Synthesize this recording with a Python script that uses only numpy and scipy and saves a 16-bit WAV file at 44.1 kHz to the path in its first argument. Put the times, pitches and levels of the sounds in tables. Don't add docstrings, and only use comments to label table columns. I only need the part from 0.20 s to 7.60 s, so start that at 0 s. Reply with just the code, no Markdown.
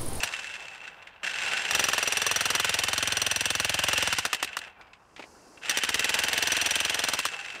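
import sys
import numpy as np
from scipy import signal
from scipy.fft import rfft, irfft, next_fast_len
from scipy.io import wavfile

SR = 44100
rng = np.random.default_rng(int(sys.argv[2]) if len(sys.argv) > 2 else 0)


def transcribe(signal):
    frames = np.atleast_2d(signal).T
    limited = np.clip(frames, -1, 1)
    pcm = np.round(limited * 32767).astype(np.int16)
    wavfile.write(sys.argv[1], SR, pcm)


N = 326340
TIME = np.arange(N) / SR


def undb(db):
    return 10 ** (np.asarray(db) / 20)


def unit(x):
    return x / np.sqrt(np.mean(x ** 2))


def fade(t, t60):
    return np.exp(-np.log(1000) * t / t60)


def follow(table, times):
    seconds, *columns = np.transpose(table)
    return [np.interp(times, seconds, column) for column in columns]


def walk(per_s):
    knots = rng.standard_normal(2048)
    return np.interp(TIME * per_s, np.arange(len(knots)), knots)


def colour(x, spectrum, peaks=()):
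    size = next_fast_len(N + 8192, real=True)
    hz = np.maximum(np.arange(size // 2 + 1) * SR / size, 1)
    point_hz, point_db = np.transpose(spectrum)
    db = np.interp(np.log(hz), np.log(point_hz), point_db)
    db += sum(lift / (1 + (2 * (hz - centre) / width) ** 2) for centre, width, lift in peaks)
    cepstrum = irfft(np.log(unit(undb(db))), size)
    cepstrum[1:size // 2] *= 2
    cepstrum[size // 2 + 1:] = 0
    return irfft(rfft(x, size) * np.exp(rfft(cepstrum)), size)[:N]


def cut(x, order, hz, keep):
    return signal.sosfilt(signal.butter(order, hz, keep, fs=SR, output="sos"), x)


def place(times, sounds):
    out = np.zeros(N + SR)
    for t, sound in zip(times, sounds):
        i = max(int(round(t * SR)), 0)
        out[i:i + len(sound)] += sound
    return out[:N]


def hits(times, db, t60, alike=0, size=6000):
    noise = rng.standard_normal((len(times), size))
    for k in range(1, len(times)):
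        noise[k] = alike * noise[k - 1] + np.sqrt(1 - alike ** 2) * noise[k]
    return place(times, undb(db)[:, None] * noise * fade(TIME[:size], t60))


# frequency in Hz, relative level in dB.
AIR_COLOUR = [(20, 2), (55, 5), (130, -2.5), (300, -7.5), (700, -17), (1050, 0.5), (2000, -25.5),
              (3800, -33), (8000, -37), (15000, -67)]


def air(level_db=-62.5):
    return undb(level_db + 0.46 * walk(2.71)) * colour(rng.standard_normal(N), AIR_COLOUR)


# start in seconds, relative crunch and thud levels in dB.
FALLING_CLODS = [(4.612, -40.5, -71), (4.67, -47, -72), (4.733, -37, -70.5), (4.963, -33, -54),
                 (4.979, -36, -49), (4.994, -29.5, -33.5), (5.023, -32.5, -51), (5.038, -37.5, -47),
                 (7.356, -33, -38.5)]
# time in seconds, level in dB.
TRICKLE_LEVEL = [(4.6, -82), (4.9, -66), (5.08, -56), (5.4, -55.5), (5.5, -67)]
# frequency in Hz, relative level in dB.
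CRUNCH_COLOUR = [(100, -49), (800, -7.5), (2400, 8), (4000, -3.5), (8000, -15), (15000, -56)]
THUD_COLOUR = [(40, -26), (200, -5), (450, 1), (900, 1), (3000, -41)]
TRICKLE_COLOUR = [(120, -0.5), (330, 11), (800, 4.5), (1800, -6), (3500, -17.5), (4800, -1.5), (7500, -6.5),
                  (10000, -12), (15000, -27)]


def soil():
    times, crunch_db, thud_db = np.transpose(FALLING_CLODS)
    crunch = colour(hits(times, crunch_db - 7.5, t60=0.068) * undb(1.8 * walk(250)), CRUNCH_COLOUR)
    thud = colour(hits(times, thud_db - 2, t60=0.07), THUD_COLOUR)
    trickle = undb(follow(TRICKLE_LEVEL, TIME)[0]) * colour(rng.standard_normal(N), TRICKLE_COLOUR)
    return crunch + thud + trickle


def stone_ting(start_s=4.583, hz=4990, db=-70, t60=.9, attack_s=0.027):
    t = TIME[:SR]
    envelope = undb(db) * fade(t, t60) * (1 - np.exp(-t / attack_s))
    return place([start_s], [envelope * np.sin(2 * np.pi * hz * t)])


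# time in seconds, turns per second.
HAMMERING_SPEED = [
    [(1.509, 26.15), (1.57, 22.01), (1.8, 21.05), (3.6, 20.94), (3.74, 21.53), (3.84, 20.92), (4.11, 12.09),
     (4.39, 4.64)],
    [(5.495, 11.39), (5.67, 18.52), (5.82, 20.17), (6.03, 21.21), (6.89, 21.17), (7.07, 13.96)],
]


def blow_times(lone_blow_s=.0332):
    times = [[lone_blow_s]]
    for burst in HAMMERING_SPEED:
        t = TIME[(TIME >= burst[0][0]) & (TIME <= burst[-1][0])]
        turns = np.cumsum(follow(burst, t)[0]) / SR
        times.append(np.interp(np.arange(turns[-1]), turns, t))
    return np.concatenate(times)


def crank():
    times = blow_times()
    turn = np.clip(np.searchsorted(times, TIME) - 1, 0, len(times) - 2)
    period = np.diff(times)[turn]
    phase = (TIME - times[turn]) / period
    return phase % 1, (period < .2) & (phase < 1)


FULL_SPEED, WEAK_SPEED = 21, 10.4
# time in seconds, turns per second.
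IDLE_SPEED = [(0, 18.8), (.35, 11.7), (.66, 7), (.8, 3.7), (1.02, 2.1), (1.15, 21.5), (4.42, 8.7),
              (4.49, 5), (4.53, 2), (4.85, .5), (5.4, 0.55), (7.4, 10.4)]


def speed(times):
    rows = sorted(map(tuple, np.vstack([IDLE_SPEED, *HAMMERING_SPEED])))
    return np.maximum(follow(rows, times)[0], .1)


# start, time to reach full power and release, all in seconds.
TRIGGER_PULLS = [(1.034, .004, 3.79), (5.414, 0.1, 6.86)]
# time in seconds, extra level in dB.
MOTOR_EFFORT = [(1.04, 4.5), (1.11, -3), (1.27, 4.5), (1.7, 0.5), (2.5, 0), (3.05, -2), (3.5, -2),
                (3.85, 4), (5.45, 2.5), (5.7, -2.5), (5.87, 1), (6.4, 2.5), (6.82, -1.5)]


def motor_gain(power_db, coast_db, halving_db, release_s=0.25):
    power = sum(np.clip((TIME - on) / attack, 0, 1) * np.clip(1 - (TIME - off) / release_s, 0, 1)
                for on, attack, off in TRIGGER_PULLS)
    driven = undb(power_db + follow(MOTOR_EFFORT, TIME)[0])
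    coasting = undb(coast_db + halving_db * np.log2(speed(TIME) / FULL_SPEED))
    return power * driven + (1 - power) * coasting


def wavering(hz, waver, per_s, flutter_db=4):
    phase = 2 * np.pi * np.cumsum(hz * (1 + waver * walk(per_s))) / SR
    return undb(flutter_db * walk(per_s)) * np.sin(phase)


# start and length in seconds, first and last pitch in Hz,
# level in dB, waver as a share of the pitch.
MOTOR_SIGHS = [(4.42, .42, 2520, 2146, -63, 0.033), (7.138, 0.12, 810, 797, -44.5, 0.0066)]


def coasting_whirr(rest_hz=2590):
    idle = ~crank()[1] | (speed(TIME) < WEAK_SPEED)
    gain = idle * motor_gain(power_db=-66, coast_db=-38, halving_db=9.5)
    out = gain * wavering(rest_hz + 5 * speed(TIME), waver=0.015, per_s=150)
    for start, length, start_hz, end_hz, db, waver in MOTOR_SIGHS:
        progress = np.clip((TIME - start) / length, 0, 1)
        tone = wavering(start_hz + (end_hz - start_hz) * progress, waver, per_s=180)
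        out += undb(db) * np.sin(np.pi * progress) ** 2 * tone
    return out


# frequency in Hz, relative level in dB.
FAN_COLOUR = [(40, -21.5), (170, -6.5), (290, -11.5), (440, -2), (600, -1.5), (820, 4), (1000, -1),
              (1180, -3), (1500, 1), (3000, -34.5)]


def fan():
    rush = undb(3.3 * walk(40)) * colour(rng.standard_normal(N), FAN_COLOUR)
    return motor_gain(power_db=-46, coast_db=-47.5, halving_db=3.2) * rush


def gear_whine(phase, hz=3150, sag=.16):
    brake = np.interp(phase, [0, .3, .78, 1], [1, .7, 0, 1])
    swell = np.interp(phase, [0, .15, .6, .8, 1], [1, .3, .3, 1, .9])
    mesh = 2 * np.pi * np.cumsum(hz * (1 - sag * brake + 0.01254 * walk(120))) / SR
    return swell * undb(-2 + 2 * walk(90)) * np.sin(mesh)


# frequency in Hz, relative level in dB.
CLATTER_COLOUR = [(100, -27.5), (700, -16), (1200, -7), (1650, 3.5), (2300, 0.5), (3200, -1.5),
                  (4200, -11.5), (6000, -14), (9000, -26.5), (11000, -31.5), (15500, -47)]
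# frequency in Hz, width in Hz, boost in dB.
CASE_RESONANCES = [(1513, 30, 8), (2689, 186, 10), (3030, 48, 1), (4090, 140, 3.5), (6100, 160, 2),
                   (7520, 220, 12.5), (8220, 320, 8), (9470, 300, 8), (11800, 400, 1)]


def gears(rough_db=3, slaps_per_s=170, slap_s=0.0014, split_hz=4500, idle_throb_db=1.5):
    phase, working = crank()
    working_db = np.interp(phase, [0, .25, .5, .63, .88, 1], [-11.5, 4.5, -3, 4.5, 3.5, 5])
    idle_db = idle_throb_db * np.sin(2 * np.pi * np.cumsum(speed(TIME)) / SR)
    load = undb(np.where(working, working_db, idle_db))
    slaps = (rng.random(N) < slaps_per_s / SR) * rng.exponential(size=N) * np.where(working, .3, 1)
    slaps = signal.lfilter([1], [1, -np.exp(-1 / (slap_s * SR))], slaps)
    teeth = rng.standard_normal(N) * np.sqrt(1 + 7 * slaps) * undb(rough_db * rng.standard_normal(N))
    clatter = colour(unit(teeth), CLATTER_COLOUR, CASE_RESONANCES)
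    middle = undb(-1.24) * unit(cut(clatter, 3, split_hz, "low")) + working * gear_whine(phase)
    hiss = unit(cut(clatter, 3, split_hz, "high"))
    middle *= motor_gain(power_db=-34.5, coast_db=-37.5, halving_db=6.33)
    hiss *= motor_gain(power_db=-42, coast_db=-38.5, halving_db=14)
    return load * (middle + hiss)


# start in seconds, relative level in dB.
SINGLE_KNOCKS = [(0.1368, -15.5), (0.6774, -25.5), (0.825, -34.5), (0.872, -31), (1.032, -20.5),
                 (1.314, -16), (4.2754, -22.5), (4.29, -28), (4.3296, -25.5), (4.4156, -26),
                 (5.3737, -37.5)]
# start and end in seconds, knocks per second,
# first and last relative level in dB.
STRIKER_RATTLES = [(0.08, .4, 18.3, -27, -23.5), (1.158, 1.48, 17, -16.5, -16), (7.135, 7.36, 18, -20, -26)]


def knocks():
    rows = list(SINGLE_KNOCKS)
    for start, end, per_s, first_db, last_db in STRIKER_RATTLES:
        times = np.arange(start, end, 1 / per_s)
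        rows += zip(times, np.linspace(first_db, last_db, len(times)))
    times, db = np.transpose(rows)
    jolts = hits(times, db - 10, t60=0.029) + hits(times, db - 12.5, t60=0.079)
    return colour(jolts, CLATTER_COLOUR, CASE_RESONANCES)


def ground_thump(times, soft_ms, firm_hz=105, firm_db=-35):
    t = TIME[:SR // 8]
    hz, db = firm_hz - 2.4 * soft_ms, firm_db - 5 * soft_ms
    swing = 2 * np.pi * hz[:, None] * t
    main_tone = np.sin(swing) * fade(t, 0.072)
    overtone = undb(-1.5) * np.sin(1.9 * swing) * fade(t, 0.024)
    return place(times, undb(db)[:, None] * (main_tone + overtone))


# pitch in Hz, relative level in dB,
# ring time in seconds.
BODY_TONES = [(263, -4.5, 0.012), (488, -3, 0.034), (670, -13.5, 0.026), (880, -4, 0.04)]


def body_knock(times, db, soft_ms):
    hz, tone_db, t60 = np.transpose(BODY_TONES)[:, :, None]
    t = TIME[:SR // 10]
    envelope = undb(tone_db) * fade(t, t60)
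    sounds = [undb(level) * np.sum(envelope * np.sin(2 * np.pi * hz * pitch * t), axis=0)
              for level, pitch in zip(db, 1 - 0.019 * soft_ms)]
    return place(times, sounds)


# pitch in Hz, relative level in dB, free ring time in seconds.
SPADE_TONES = [(1543, -3.5, 0.033), (3540, -5.5, 0.076), (4197, 15.5, 0.016), (5825, 2.5, 0.067),
               (5890, -5.5, 0.06), (6190, -9.5, 0.084), (8380, -6, 0.057), (9040, -13.5, 0.12),
               (9150, -11, 0.066), (11750, -15.5, 0.065)]


def spade_ring(times, db, grip=0.51, scatter_db=2.2, detune=.0015, attack_s=0.0032):
    hz, tone_db, t60 = np.transpose(SPADE_TONES)[:, :, None]
    t = TIME[:8000]
    ring_shares = np.where(np.diff(times, append=np.inf) < .2, grip, 1)
    rings = []
    for level, share in zip(db, ring_shares):
        level_chance, pitch_chance = rng.standard_normal((2, len(SPADE_TONES), 1))
        envelope = fade(t, t60 * share) * (1 - np.exp(-t / attack_s))
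        tones = np.sin(2 * np.pi * hz * (1 + detune * pitch_chance) * t)
        rings.append(np.sum(undb(level + tone_db + scatter_db * level_chance) * envelope * tones, axis=0))
    return place(times, rings)


# time in
# seconds, relative blow level in dB, rebound delay in milliseconds, relative ring level in dB,
# extra level of the hollow bark in dB.
SPADE_SEATING = [
    [(0, -22.5, 8.1, -31, 0.5)],
    [(1.51, -24, 14, -22, 2.5), (1.58, -17.5, 13.6, -18.5, -2), (1.72, -23, 11.8, -23, -0.5),
     (2.1, -21, 8.3, -17.5, -3), (2.5, -22, 7.14, -24, -3.5), (3.1, -24, 7, -20.5, -7.5),
     (3.55, -23, 5.3, -28, -8.5), (3.82, -23.5, 5.5, -26, 0), (4.02, -22.5, 8.2, -27.5, 4),
     (4.13, -20, 17, -29, -0.5), (4.37, -19.5, 21, -44, 4.5)],
    [(5.5, -19.5, 15.8, -18, -8), (5.68, -21.5, 11.6, -30.5, -6), (6.05, -22, 10.5, -25.5, -21),
     (6.3, -21.5, 10.1, -20, -30), (6.65, -23.5, 8.8, -24, -15), (6.88, -23.5, 10.2, -23.5, -7.5),
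     (7.05, -24.5, 10.3, -32.5, 1)],
]
# frequency in Hz, relative dB.
CRACK_COLOUR = [(60, -45), (250, -10.5), (600, -12), (1150, -10), (1750, 2), (2250, -3.5), (2700, 5),
                (3500, -1.5), (4800, -5), (6800, -8.5), (8500, -8.5), (10500, -14.5), (15500, -24)]
BARK_COLOUR = [(200, -19), (550, -7.5), (900, 0), (1300, 2.5), (1750, 0.5), (2200, -15), (5000, -48.5)]
REBOUND_COLOUR = [(30, -12.5), (65, -0.5), (200, -11), (460, 0.5), (600, 1), (850, 1), (1500, -4.5),
                  (3000, -9.5), (6000, -10.5), (15000, -25.5)]


def hammer_blows(scatter_db=0.86, firm_ms=7):
    times = blow_times()
    db, delay_ms, ring_db, bark_db = follow(np.vstack(SPADE_SEATING), times)
    weak_db = 2 * np.maximum(WEAK_SPEED - speed(times), 0)
    force_db = scatter_db * rng.standard_normal(len(times)) - weak_db
    db = db + force_db
    back = times + delay_ms / 1000
    soft_ms = np.maximum(delay_ms - firm_ms, 0)
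    held = np.diff(times, append=np.inf) < .055
    rebound_db = db + np.where(held, 2.5, -6.5)
    crack = hits(times, db + 8.5, t60=0.024, alike=0.872) + hits(times, db - 4.5, t60=0.093, alike=0.53)
    crack += hits(back[~held], rebound_db[~held] + 6.5, t60=0.024)
    bark = colour(hits(times, db + bark_db + 6, t60=0.021, alike=0.61), BARK_COLOUR)
    rebound = colour(hits(back, rebound_db - 7, t60=0.026, alike=0.962), REBOUND_COLOUR)
    ring = spade_ring(times, ring_db + force_db + 4.5)
    knock = body_knock(times, rebound_db - 15.5, soft_ms) + body_knock(back, rebound_db - 11, soft_ms)
    thump = cut(ground_thump(back - .0015, soft_ms) + knock, 4, 62, "high")
    return colour(crack, CRACK_COLOUR) + bark + rebound + ring + thump


def scene():
    tool = hammer_blows() + gears() + fan() + coasting_whirr() + knocks()
    return (tool + stone_ting() + soil() + air())[None]


def record(dry, overload=.155, bass_hz=48, top_hz=15500):
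    flattened = dry / (1 + (dry / overload) ** 4) ** (1 / 4)
    thinned = cut(flattened, 2, bass_hz, "high")
    return signal.sosfilt(signal.ellip(8, .2, 70, top_hz, fs=SR, output="sos"), thinned)


dry = scene()
out = record(dry)
transcribe(out)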